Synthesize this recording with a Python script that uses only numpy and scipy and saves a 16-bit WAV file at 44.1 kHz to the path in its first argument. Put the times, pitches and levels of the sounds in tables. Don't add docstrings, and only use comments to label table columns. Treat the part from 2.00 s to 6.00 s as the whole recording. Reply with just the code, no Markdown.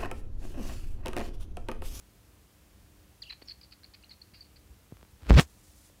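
import sys
import numpy as np
from scipy import signal
from scipy.fft import rfft, irfft, next_fast_len
from scipy.io import wavfile
from scipy.ndimage import map_coordinates

SR = 44100
rng = np.random.default_rng(int(sys.argv[2]) if len(sys.argv) > 2 else 0)


def magnitude_from_level(level_db):
    exponent = np.asarray(level_db, float) / 20
    return 10 ** exponent


def transcribe(u):
    v = np.clip(np.atleast_2d(u).T, -1, 1)
    q = np.round(v * 32767).astype(np.int16)
    wavfile.write(sys.argv[1], SR, q)


N = 176400

MOUTH_HIGH_HZ, MOUTH_HIGH_WIDTH_HZ = 4480, 1250
MOUTH_LOW_HZ, MOUTH_LOW_WIDTH_HZ = 2450, 1800


def unit(x):
    return x / np.sqrt(np.mean(x ** 2) + 1e-20)


def curves(rows, **ends):
    s, *columns = np.transpose(rows)
    return [np.interp(np.arange(N) / SR, s, column, **ends) for column in columns]


def wobble(rate):
    knots = rng.standard_normal(int(N * rate / SR) + 4)
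    return map_coordinates(knots, [np.arange(N) * rate / SR])


def filtered(x, response):
    m = next_fast_len(N + SR // 2)
    return irfft(rfft(x, m) * response(np.fft.rfftfreq(m, 1 / SR)), m)[..., :N]


def noise(points):
    f, db = np.transpose(points)
    shape = lambda hz: magnitude_from_level(np.interp(np.log(hz + 1), np.log(f), db))
    return unit(filtered(rng.standard_normal(N), shape))


def resonance(centre_hz, width_hz):
    return lambda f: 1j * f * width_hz / (centre_hz ** 2 - f * f + 1j * f * width_hz)


def gate(s, length):
    u = (np.arange(N) / SR - s) / length
    return np.sin(np.pi / 2 * np.clip(np.minimum(u / 0.13, (1 - u) / 0.33), 0, 1)) ** 2


def room_rumble():
    # (frequency [Hz], density [dB per Hz])
    rumble_spectrum = [(15, -38), (25, -2), (59, 0), (171, -15.5), (202, -13.5), (226, -17.5), (299, -18),
                       (325, -17.5), (700, -30.5), (910, -51), (1540, -120)]
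    return magnitude_from_level(-59 + wobble(7)) * noise(rumble_spectrum)


def mains_hum():
    # (frequency [Hz], level [dB rms])
    hum_tones = [(199.2, -76.5), (301.5, -75.5)]
    t = np.arange(N) / SR
    return sum(magnitude_from_level(db + 2.5 + 2.1 * wobble(6.27)) * np.sin(2 * np.pi * hz * t) for hz, db in hum_tones)


def microphone_hiss():
    # (frequency [Hz], density [dB per Hz])
    hiss_spectrum = [(290, -16), (500, -0.5), (1070, -2.5), (1700, -4.5), (2810, -5.5), (3490, -7),
                     (15600, -10)]
    return magnitude_from_level(-65) * noise([(300, -12.5)] + list(hiss_spectrum))


def cloth_rustle():
    # (time [s], level [dB])
    rustle_levels = [
        (3.47, -66),
        (3.626, -69),
        (3.638, -62.5),
        (3.736, -66),
        (3.81, -60.5),
        (3.828, -65),
        (3.856, -58.5),
        (3.926, -74),
        (4.0, -73),
    ]
    # (frequency [Hz], density [dB per Hz])
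    cloth_spectrum = [(2500, -21), (4000, -13), (7500, -9), (10000, -10.5), (12000, -15.5), (16000, -17)]
    db, = curves(rustle_levels, left=-120)
    return magnitude_from_level(db + 0.78 * wobble(44) + 1.5 * wobble(400)) * noise(cloth_spectrum)


def case_knocks():
    # (time [s], peak [dB], ring [Hz], t60 [s], extra pitch at the start [multiple of ring]); the first
    # row is not a knock but a brief 700 Hz ring that deepens the monkey's chatter at 1.327 s
    knock_rows = [(1.327, -53.5, 700, .025, 1.1), (1.4215, -40, 258, 0.016, 1.1),
                  (2.331, -47, 100, 0.044, .3), (2.704, -44.5, 61.4, 0.19, .1),
                  (2.923, -33.5, 86, 0.045, 4.5), (3.029, -42.5, 153, 0.023, 4.7),
                  (3.13, -46, 80.5, 0.064, .1), (3.159, -46, 79, .04, .1), (3.225, -39, 76.4, 0.12, 0.33),
                  (3.401, -28, 70, 0.15, .1), (3.899, -51.5, 450, 0.018, 0.33)]
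    settle_s = 0.0014
    out, t = np.zeros(N + SR), np.arange(SR // 5) / SR
    for s, db, hz, t60, hard in knock_rows:
        turn = 2 * np.pi * hz * (t + hard * settle_s * (1 - np.exp(-t / settle_s)))
        out[round(s * SR):][:len(t)] -= magnitude_from_level(db - 60 * t / t60) * np.sin(turn)
    return out[:N]


def case_creaks():
    # (time [s], peak [dB])
    creak_rows = [(2.917, -53), (1.4212, -49), (2.970, -47), (2.993, -54), (3.012, -49.5), (3.029, -44),
                  (3.05, -52), (3.222, -50), (3.233, -45), (3.268, -39), (3.899, -55)]
    spike_s = 0.00007
    out, t = np.zeros(N + SR), np.arange(SR // 5) / SR
    for s, db in creak_rows:
        out[round(s * SR):][:len(t)] += magnitude_from_level(db + 13) * t / spike_s * np.exp(-t / spike_s)
    return out[:N]


def port_seals():
    # (time [s], length [s])
    gap_rows = [
        (3.3015, .005),
        (3.308, .0078),
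        (3.3165, .0028),
        (3.3203, .0017),
        (3.324, .0037),
        (3.3325, .0038),
    ]
    edge_s = .0004
    t = np.arange(N) / SR
    return 1 - sum(np.clip(np.minimum(t - s, s + length - t) / edge_s, 0, 1) for s, length in gap_rows)


def finger_pump():
    # (time [s], rate [Hz], pressure [dB])
    pump_rows = [
        (3.26, 55, -36.5),
        (3.3, 54.3, -23),
        (3.306, 53, -4.5),
        (3.328, 55.8, -10),
        (3.339, 58.4, -8),
        (3.36, 60, -8.5),
        (3.374, 121.8, -12),
        (3.396, 167, -13.5),
        (3.407, 200, -45),
    ]
    hz, push_db = curves(pump_rows, left=-120, right=-120)
    hz, = curves([row[:2] for row in pump_rows])
    t = np.arange(N) / SR
    start_turn = 1.054
    turns = np.cumsum(hz * (t > pump_rows[0][0])) / SR + start_turn
    return magnitude_from_level(push_db) * (np.sin(2 * np.pi * turns) + 0.15 * wobble(350))


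def skin_scrape():
    # (time [s], level [dB])
    rub_levels = [
        (3.2, -70),
        (3.287, -50.5),
        (3.299, -26.5),
        (3.322, -37),
        (3.344, -31.5),
        (3.357, -37),
        (3.389, -16),
        (3.402, -24.5),
        (3.435, -58),
    ]
    # (frequency [Hz], density [dB per Hz])
    skin_spectrum = [(60, -12.5), (300, -2.5), (700, -12), (2500, -15), (5000, -23), (9000, -40),
                     (16000, -46)]
    db, = curves(rub_levels, left=-120, right=-120)
    return magnitude_from_level(db + 1.8 * wobble(700)) * noise(skin_spectrum)


def air_leak():
    # (time [s], level [dB])
    leak_levels = [
        (3.28, -68),
        (3.3, -43),
        (3.31, -50),
        (3.36, -52),
        (3.385, -46.5),
        (3.403, -32),
        (3.43, -46.5),
        (3.453, -60.5),
        (3.465, -81),
    ]
    # (frequency [Hz], density [dB per Hz])
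    jet_spectrum = [(300, -1), (1500, -2.5), (4000, -5), (7500, -1), (10000, -10.5), (16000, -12)]
    db, = curves(leak_levels, left=-120, right=-120)
    return magnitude_from_level(db + 1.6 * wobble(360)) * noise(jet_spectrum)


def skin_slips():
    # (time [s], pressure jump [full scale], rise [ms], fall [ms])
    slip_rows = [(3.301, -.5, .8, 1.8), (3.3065, -.85, .07, 1.8), (3.3159, .22, .08, 1.5),
                 (3.3195, .16, .14, 1.0), (3.3232, .7, .9, 2.5), (3.332, -.8, .9, 2.5),
                 (3.3865, -.5, .2, .7), (3.3932, -.7, .3, .8), (3.3964, .6, .04, .1),
                 (3.39655, -2.4, .05, .09), (3.3968, .8, .05, .1)]
    t, out = np.arange(N) / SR, 0
    for s, jump, rise_ms, fall_ms in slip_rows:
        ms = np.clip(t - s, 0, None) * 1000
        out = out + jump * (1 - np.exp(-ms / rise_ms)) ** 2 * np.exp(-ms / fall_ms)
    return out


def preamp_whine():
    # (frequency [Hz], level [dB])
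    whine_tones = [(6000, -65), (12000, -71)]
    t = np.arange(N) / SR
    whine = sum(magnitude_from_level(db + 5 * wobble(300)) * np.sin(2 * np.pi * hz * t) for hz, db in whine_tones)
    return whine * gate(3.3, 0.069)


def capsule_limit(x):
    rail, knee = .45, 4
    return x / (1 + np.abs(x / rail) ** knee) ** (1 / knee)


def room(x):
    t60_s, level_db, gap_s = 0.2, -11, 0.0034
    t = np.arange(SR // 2) / SR
    tail = rng.standard_normal(len(t)) * magnitude_from_level(-60 * t / t60_s) * (t > gap_s)
    return magnitude_from_level(level_db) * signal.fftconvolve(x, tail / np.linalg.norm(tail))[:N]


def chatter():
    # (time [s], length [s], level [dB], lower resonance re upper [dB])
    chatter_rows = [(1.228, 0.024, -65, -10), (1.3, 0.014, -57.5, 6.5), (1.318, 0.022, -60.5, 3.5),
                    (1.266, .016, -62, -14), (1.487, 0.011, -68, 4), (1.843, 0.011, -62.5, -2),
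                    (1.415, 0.016, -59, -0.5), (1.4745, 0.0038, -51.5, -18), (1.483, .004, -47.5, -14),
                    (1.5, 0.028, -55, -4.5), (1.61, 0.02, -62, -8.5), (1.627, 0.028, -62.5, -14),
                    (1.709, 0.0099, -61, -19), (1.719, 0.014, -57.5, -7.5), (1.732, 0.0082, -56.5, -10),
                    (1.833, 0.0036, -55.5, -4), (1.935, 0.021, -56, -4.5), (2.024, 0.0067, -64, -9),
                    (2.102, 0.022, -58, -6), (2.123, 0.024, -62, -9.5), (2.2146, .0035, -49.5, -16),
                    (2.335, 0.022, -58.5, -4), (2.35, 0.039, -60, -13), (2.385, 0.021, -66.5, -9),
                    (2.416, 0.017, -63, -11), (2.44, 0.032, -67, -12), (2.557, 0.021, -62.5, -8.5)]
    pulses_per_s, scatter_db, breath = 1300, 3, 1.31
    pulses = (rng.random(N) < pulses_per_s / SR) * magnitude_from_level(scatter_db * rng.standard_normal(N))
    buzz = unit(pulses) + breath * rng.standard_normal(N) * magnitude_from_level(2.9 * wobble(220))
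    high = sum(magnitude_from_level(db) * gate(s, length) for s, length, db, low_db in chatter_rows)
    low = sum(magnitude_from_level(db + low_db) * gate(s, length) for s, length, db, low_db in chatter_rows)
    upper = resonance(MOUTH_HIGH_HZ, MOUTH_HIGH_WIDTH_HZ)
    lower = resonance(MOUTH_LOW_HZ, MOUTH_LOW_WIDTH_HZ)
    bright = filtered(buzz * high, lambda f: upper(f) ** 4)
    dark = filtered(buzz * low, lambda f: lower(f) ** 2 / (1 + 1j * f / 4000) ** 2)
    return 3.9 * bright + 4 * dark


def squeal():
    # (time [s], pitch [Hz], level [dB])
    squeal_rows = [
        (1.228, 3696, -52),
        (1.241, 2753, -49.5),
        (1.245, 3085, -72),
        (1.253, 3330, -57),
        (1.262, 3050, -53),
        (1.273, 2567, -54.5),
        (1.29, 3130, -53),
        (1.303, 1846, -54.5),
        (1.308, 1800, -78),
    ]
    hz, = curves([row[:2] for row in squeal_rows])
    db, = curves([row[::2] for row in squeal_rows], left=-120, right=-120)
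    turn = 2 * np.pi * np.cumsum(hz * (1 + .04 * wobble(400))) / SR
    octave = magnitude_from_level(-18 + 6.9 * wobble(90)) * np.sin(2 * turn)
    return magnitude_from_level(db + 1 + 1.1 * wobble(250)) * (np.sin(turn) + octave)


def chirps():
    # (time [s], length [s], level [dB], first pitch [Hz], last pitch [Hz])
    chirp_rows = [(1.219, 0.0069, -37, 5100, 4510), (1.225, .0045, -37.5, 4500, 3980),
                  (1.221, 0.0047, -40.5, 2290, 1750), (1.2956, 0.0033, -43, 5250, 4260),
                  (1.298, 0.007, -37.5, 4250, 4050), (1.3036, 0.01, -35.5, 4054, 4100),
                  (1.322, .007, -50, 4320, 4200), (1.326, .0045, -45, 4220, 4070),
                  (1.332, 0.0054, -40.5, 4120, 3940), (1.421, 0.01, -49.5, 4390, 4490),
                  (1.453, .015, -50, 7000, 6640), (1.459, .015, -56, 5200, 5500),
                  (1.473, .018, -45, 5750, 5220), (1.49, 0.0064, -42, 5350, 4900),
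                  (1.4954, 0.0067, -38.5, 4920, 4210), (1.502, .004, -44, 4350, 4300),
                  (1.508, .008, -45, 4490, 4500), (1.514, 0.01, -42.5, 4370, 4370),
                  (1.7217, .006, -41, 2550, 2550), (1.722, 0.0068, -44, 1400, 1350),
                  (1.7204, .006, -50, 4820, 4620), (1.726, 0.0058, -43, 2640, 2500),
                  (1.612, .007, -49.5, 4970, 4700), (1.633, 0.0098, -51, 4930, 4560),
                  (1.842, 0.0046, -43.5, 4580, 4180), (1.846, 0.0072, -53, 4260, 4460),
                  (1.860, 0.0034, -53.5, 4830, 4700), (1.942, 0.005, -46, 4420, 4100),
                  (2.036, 0.008, -37, 2410, 3120), (2.042, .005, -47, 3780, 4330),
                  (2.094, 0.0065, -50, 4800, 4200), (2.132, 0.0048, -54, 4450, 4500),
                  (2.111, 0.0099, -44.5, 4300, 4340), (2.121, 0.0059, -46, 4300, 3830),
                  (2.2158, 0.0079, -44, 4150, 4490), (2.223, 0.0034, -53, 4300, 4300),
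                  (2.403, .007, -52, 5400, 6400), (2.421, 0.011, -57, 4500, 4250),
                  (2.407, 0.01, -44.5, 4860, 4490), (2.103, .006, -44, 1700, 2400)]
    out, t = np.zeros(N), np.arange(N) / SR
    flutter, waver = magnitude_from_level(2 * wobble(330)), 1 + 0.022 * wobble(500)
    for s, length, db, first_hz, last_hz in chirp_rows:
        on = slice(int(s * SR), int((s + length) * SR) + 1)
        glide = 1 - (1 - np.clip((t[on] - s) / length, 0, 1)) ** 1.7
        hz = (first_hz + (last_hz - first_hz) * glide) * waver[on]
        turn = 2 * np.pi * np.cumsum(hz) / SR
        tone = np.sin(turn) + magnitude_from_level(-22) * np.sin(turn / 2)
        out[on] += magnitude_from_level(db - 1) * gate(s, length)[on] * tone
    mouth = resonance(MOUTH_HIGH_HZ, MOUTH_HIGH_WIDTH_HZ)
    return filtered(out * flutter, lambda f: 0.22 + mouth(f) ** 2)


def scene():
    background = room_rumble() + mains_hum() + microphone_hiss() + cloth_rustle()
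    handling = case_knocks() + case_creaks() + skin_scrape() + air_leak()
    monkey = chirps() + squeal() + chatter()
    outside = monkey + room(monkey) + handling + background
    pressure = outside * port_seals() + finger_pump()
    return (capsule_limit(pressure) + skin_slips() + preamp_whine())[None]


def low_pass(x):
    return signal.sosfilt(signal.butter(12, 15760, fs=SR, output="sos"), x)


def record(dry):
    bass_hz, bass_q, top_hz = 41.8, 0.78, 15800

    def band(f):
        high_pass = f * f / (f * f - bass_hz ** 2 - 1j * f * bass_hz / bass_q)
        return high_pass ** 2 * (f < top_hz)

    return low_pass(filtered(dry, band))


dry = scene()
out = record(dry)
transcribe(out)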